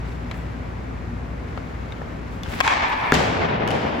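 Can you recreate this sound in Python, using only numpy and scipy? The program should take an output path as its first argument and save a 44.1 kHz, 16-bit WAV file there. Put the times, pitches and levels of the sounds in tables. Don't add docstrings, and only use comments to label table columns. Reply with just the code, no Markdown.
import sys
import numpy as np
from scipy import signal
from scipy.fft import rfft, irfft, next_fast_len
from scipy.io import wavfile
from scipy.ndimage import uniform_filter1d, minimum_filter1d, map_coordinates

SR = 44100
rng = np.random.default_rng(int(sys.argv[2]) if len(sys.argv) > 2 else 0)


def store_wav(level_fs):
    pcm = np.round(np.clip(np.atleast_2d(level_fs), -1, 1) * 32767)
    wavfile.write(sys.argv[1], SR, pcm.T.astype(np.int16))


N = 176400


def amp(db):
    return 10 ** (np.asarray(db) / 20)


def unit_rms(x):
    return x / np.sqrt(np.mean(x ** 2) + 1e-20)


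def log_interp(points, hz):
    freqs, values = np.transpose(points)
    return np.interp(np.log(hz + 1), np.log(freqs + 1), values)


def clock(n):
    return np.arange(n) / SR


def decay(t, t60_s):
    return np.exp(-np.log(1000) * t / np.maximum(t60_s, 1e-4))


def onset(t, rise_s):
    return 1 - np.exp(-(t / rise_s) ** 2)


def pan(left_db):
    return amp(np.array([[left_db], [-left_db]]) / 2)


def wobble(rate_hz):
    return map_coordinates(rng.standard_normal(N // 20), [clock(N) * rate_hz], mode="wrap")


def filtered(x, response):
    n = x.shape[-1]
    size = next_fast_len(n + n // 8)
    return irfft(rfft(x, size) * response(np.fft.rfftfreq(size, 1 / SR)), size)[..., :n]


def noise(spectrum, correlation, n=N):
    def mid_side_gains(hz):
        angle = np.arccos(np.clip(log_interp(correlation, hz), -1, 1)) / 2
        return amp(log_interp(spectrum, hz)) * [np.cos(angle), np.sin(angle)]
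    mid, side = filtered(rng.standard_normal((2, n)), mid_side_gains)
    return unit_rms(np.array([mid + side, mid - side]))


def add(out, start_s, x):
    i = int(round(start_s * SR))
    out[:, i:i + x.shape[-1]] += x[..., :N - i]


def ring(modes, attack_s=0.00038):
    t = clock(SR // 5)
    tones = sum(amp(db) * np.sin(2 * np.pi * hz * t) * decay(t, t60_s) for hz, db, t60_s in modes)
    return onset(t, attack_s) * tones


def burst(spectrum, t60_s, attack_s=0.0002):
    t = clock(SR // 5)
    return noise(spectrum, correlation=[(1000, 0.21)], n=len(t)) * decay(t, t60_s) * onset(t, attack_s)


def snap(width_s):
    u = clock(SR // 5) / width_s
    return 2 * u * (2 - u) * np.exp(-u)


VENT_SPECTRUM = [(15, -72), (28, -41), (42, -11), (62, -7), (85, -4.5), (140, -11), (174, -7), (200, -15.5),
                 (242, -9), (320, -16.5), (900, -22), (2200, -30), (3100, -41), (7000, -51.5), (11000, -58),
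                 (16000, -65)]
VENT_STEREO = [(60, 0.72), (130, 0.92), (290, 0.73), (640, -0.2), (1400, -0.06), (3100, 0.49),
               (7000, 0.017)]
MAINS_PARTIALS = [(59.2, -32.5), (118.4, -40), (236.9, -49.5)]
def machinery():
    t = clock(N)
    waver_rad, sink_db_per_s = 0.3, 1.5
    hum = np.zeros(N)
    for hz, db in MAINS_PARTIALS:
        peak = np.sqrt(2) * amp(db + 0.89 * wobble(4.86))
        hum += peak * np.sin(2 * np.pi * hz * t + waver_rad * wobble(5.44))
    rumble = amp(-32) * noise(VENT_SPECTRUM, VENT_STEREO)
    return pan(left_db=2) * (rumble + amp(-1 - sink_db_per_s * t) * hum)


HALL_DECAY = [(100, 10), (400, 11.6), (1000, 6.46), (2000, 5.06), (4000, 2.2), (7000, 0.99), (13000, 0.25)]
HALL_STEREO = [(60, 1), (140, 0.94), (290, 0.58), (640, -0.2), (1400, -0.15), (3100, 0.4), (10000, 0.093)]
def hall(spectrum, rise_s):
    hz, frame_s, bands = signal.stft(noise(spectrum, HALL_STEREO), SR, nperseg=512)
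    t60_s = log_interp(HALL_DECAY, hz)[:, None]
    tail = signal.istft(bands * decay(frame_s, t60_s), SR, nperseg=512)[1][:, :N]
    grain_db = 1.8 * (np.tanh(wobble(400)) + np.tanh(wobble(45)))
    return tail * amp(grain_db) * onset(clock(N), rise_s)


def crunch(depth_db):
    return amp(depth_db * np.tanh(1.1 * wobble(1200) + 0.48 * wobble(110)))


GLIDE_LEVELS = [(0, -45), (.35, -48.5), (.65, -51), (1.3, -57), (1.55, -46.5), (2.15, -49), (2.42, -47.5),
                (2.53, -31.5), (2.6, -32.5), (2.8, -37), (3.6, -52), (3.8, -33), (4, -34.5)]
GLIDE_SPECTRUM = [(200, 3.5), (600, 3.5), (2000, 1.5), (3500, -7.5), (7000, -19), (15000, -30.5)]
SKATE_PUSHES = [(.06, .02, .05, -63), (0.332, 0.011, 0.028, -57.5), (2.28, .03, .04, -62),
                (2.441, 0.068, 0.031, -46), (2.865, .015, .02, -50.5), (2.95, .03, .12, -54.5),
                (3.692, .012, .008, -50)]
SPRAY_SPECTRUM = [(1500, -5), (5000, -7), (8000, 9), (15000, 0.5)]
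SKATE_CLICKS = [(2.4337, -22.5, 3460), (3.6761, -10.5, 2940), (3.686, -14.5, 2960), (3.7062, -13.5, 2750),
                (3.7134, -14.5, 3020)]
CLICK_SPECTRUM = [(400, -0.5), (2000, 3.5), (2950, 6.5), (4000, -2.5), (5000, -1.5), (6300, -8.5),
                  (10000, -12), (15000, -22)]
STEEL_MODES = [(1, -1, 0.022), (1.75, -13, .014), (2.5, -17, .009)]
def skates():
    t = clock(N)
    scrape = unit_rms(noise(GLIDE_SPECTRUM, HALL_STEREO) * crunch(depth_db=4.5))
    out = scrape * amp(np.interp(t, *np.transpose(GLIDE_LEVELS)) + wobble(11))
    for start_s, rise_s, hold_s, db in SKATE_PUSHES:
        swell = np.clip(t / rise_s, 0, 1) ** 2 * decay(np.maximum(t - rise_s - hold_s, 0), t60_s=0.45)
        hiss = unit_rms(noise(SPRAY_SPECTRUM, correlation=[(8000, 0.17)]) * crunch(depth_db=5))
        add(out, start_s, amp(db) * swell * hiss)
    for start_s, db, pitch_hz in SKATE_CLICKS:
        modes = [(ratio * pitch_hz, mode_db, t60_s) for ratio, mode_db, t60_s in STEEL_MODES]
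        steel = amp(-2) * ring(modes, attack_s=0.00041)
        add(out, start_s, amp(db) * (burst(CLICK_SPECTRUM, t60_s=0.012) + steel))
        add(out, start_s, amp(db - 19.5) * hall(CLICK_SPECTRUM, rise_s=0.0084))
    return pan(left_db=2) * out


STICK_TAPS = [(.3127, -18.5, 2280, -2, 5), (.342, -29, 1900, -12, -2), (1.5751, -15, 1220, -15, -9),
              (1.922, -25, 2130, 6.5, 3), (2.017, -16.5, 786, -11, -5), (2.46, -22.5, 1570, -12, -4),
              (2.5376, -16.5, 1630, -15, -9)]
TAP_SPECTRUM = [(.12, 1), (.45, 1.5), (1, -0.5), (1.8, -10.5), (3.5, -23), (8, -47)]
def taps():
    out = np.zeros((2, N))
    for start_s, db, pitch_hz, overtone_db, snap_db in STICK_TAPS:
        spectrum = [(ratio * pitch_hz, density_db) for ratio, density_db in TAP_SPECTRUM]
        tone = amp(-2.5) * ring([(pitch_hz, 0, 0.022), (1.73 * pitch_hz, overtone_db, 0.018)], 0.00068)
        clack = burst(spectrum, t60_s=0.036, attack_s=0.00039)
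        edge = amp(snap_db) * snap(width_s=0.24 / pitch_hz)
        add(out, start_s, amp(db - 8.5) * (clack + tone + edge))
        add(out, start_s, amp(db - 32.5) * hall(spectrum, rise_s=0.013))
    return pan(left_db=5) * out


PUCK_MODES = [(1424, -0.5, 0.021), (1653, 4.5, 0.015), (3520, -7, 0.0089)]
CRACK_SPECTRUM = [(100, -9), (1000, 7), (2800, 2.5), (5000, -13.5), (8000, -15), (15000, -42)]
PANEL_MODES = [(64, -27, .9), (158.5, -13, 0.19), (263, 2, 0.025), (386, -6, 0.045)]
PANEL_REBOUNDS = [(3.168, -11), (3.236, -10.5)]
GLASS_RATTLES = [(3.14, -6.5, 5600), (3.147, -16, 7000), (3.1511, -5.5, 2560)]
GLASS_SPECTRUM = [(.07, -3), (.35, 3), (1, -2), (1.5, -7), (2.6, -19), (5, -30)]
BOOM_SPECTRUM = [(35, -36), (75, 3.5), (150, 1.5), (240, 1), (310, -3), (400, 0), (700, 1.5), (1100, -4.5),
                 (1700, -6.5), (2500, -10), (3500, -14), (5000, -18.5), (8000, -25.5), (15000, -43.5)]
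def boards(hit_s=3.1211, panel_lag_s=0.0019):
    out, t = np.zeros((2, N)), clock(N)
    knock = amp(0.5) * ring(PUCK_MODES, attack_s=0.00077)
    crack = amp(-8.5) * burst(CRACK_SPECTRUM, t60_s=0.013)
    add(out, hit_s, amp(-1) * (knock + crack + amp(-8) * snap(width_s=0.00004)))
    add(out, hit_s + panel_lag_s, amp(-2) * ring(PANEL_MODES, attack_s=0.00096))
    for start_s, db in PANEL_REBOUNDS:
        add(out, start_s, amp(db) * ring(PANEL_MODES, attack_s=0.004))
    for start_s, db, centre_hz in GLASS_RATTLES:
        spectrum = [(ratio * centre_hz, density_db) for ratio, density_db in GLASS_SPECTRUM]
        add(out, start_s, amp(db - 5) * burst(spectrum, t60_s=0.021, attack_s=0.00052))
    shudder = noise(BOOM_SPECTRUM, HALL_STEREO) * decay(t, t60_s=0.7) * (1 - np.exp(-t / 0.0079))
    add(out, hit_s + 0.006, amp(-14) * shudder)
    add(out, hit_s, amp(-19) * hall(BOOM_SPECTRUM, rise_s=0.016))
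    return pan(left_db=1.9) * out


BLADE_SLAPS = [(2.6043, -10, 11), (2.608, -3.5, -12), (2.6096, -12, -6)]
STICK_MODES = [(246, -19.5, 0.03), (767, -13, 0.033), (1075, -5, 0.042), (1670, 7, 0.0064),
               (2247, -10, 0.046), (2540, -11.5, 0.039), (3300, -13.5, 0.04)]
WALL_ECHOES = [(.037, -21, 6), (.045, -17, 4), (.0733, 0, 1), (.097, -7, -10), (.1226, -6.5, -12),
               (.325, -16, -10)]
SHOT_TAIL_SPECTRUM = [(100, -13), (450, -15), (680, -7), (900, 1.5), (1100, -2), (1450, -10.5),
                      (1750, -3.5), (1950, -9.5), (2230, -4.5), (2600, -11), (3000, -15.5), (3400, -15),
                      (4000, -18), (6000, -23), (10000, -29), (15000, -36)]
def slap_shot(right_lag_s=0.00023, air_cutoff_hz=10000):
    out, shot_s = np.zeros((2, N)), BLADE_SLAPS[0][0]
    for start_s, db, snap_db in BLADE_SLAPS:
        body = ring(STICK_MODES, attack_s=0.0001) + burst(CRACK_SPECTRUM, t60_s=0.019, attack_s=0.0001)
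        edge = amp(snap_db) * snap(width_s=0.00005)
        crack = amp(db) * pan(left_db=6.8) * (amp(-5.5) * body + edge)
        add(out, start_s, crack * [[1], [0]])
        add(out, start_s + right_lag_s, crack * [[0], [1]])
    for delay_s, db, edge_db in WALL_ECHOES:
        edge = amp(-10) * burst(CRACK_SPECTRUM, t60_s=0.018) + amp(-2) * snap(width_s=0.00011)
        edge = filtered(edge, lambda hz: 1 / (1 + (hz / air_cutoff_hz) ** 8))
        echo = amp(-5.5) * ring(STICK_MODES) + amp(edge_db) * edge
        add(out, shot_s + delay_s, amp(db) * pan(left_db=2.2) * echo)
    add(out, shot_s + 0.012, amp(-18.5) * pan(left_db=1.4) * hall(SHOT_TAIL_SPECTRUM, rise_s=0.025))
    return out


def scene():
    return machinery() + skates() + taps() + amp(4.5) * slap_shot() + amp(9) * boards()


def gain_control(x, threshold_db=-14.5, excess_share=0.7, recover_db_per_s=3):
    power = uniform_filter1d(np.mean(x ** 2, axis=0), size=400, origin=120)
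    level_db = 10 * np.log10(np.abs(power) + 1e-12)
    needed_db = excess_share * np.maximum(level_db - threshold_db, 0)
    creep_db = recover_db_per_s * clock(N)
    cut_db = np.maximum.accumulate(needed_db + creep_db) - creep_db
    return x * uniform_filter1d(minimum_filter1d(amp(-cut_db), size=128), size=128)


TREBLE_DIPS = [(9010, 585, 25.5), (12970, 520, 26)]
def record(dry):
    ceiling, top_hz = 0.92, 15900
    def response(hz):
        dip_db = sum(db * np.exp(-((hz - centre) / width) ** 2) for centre, width, db in TREBLE_DIPS)
        return amp(-dip_db) * (hz < top_hz)
    ducked = gain_control(dry)
    rounded = ducked / (1 + np.abs(ducked / ceiling) ** 6) ** (1 / 6)
    return filtered(rounded, response)


dry = scene()
out = record(dry)
store_wav(out)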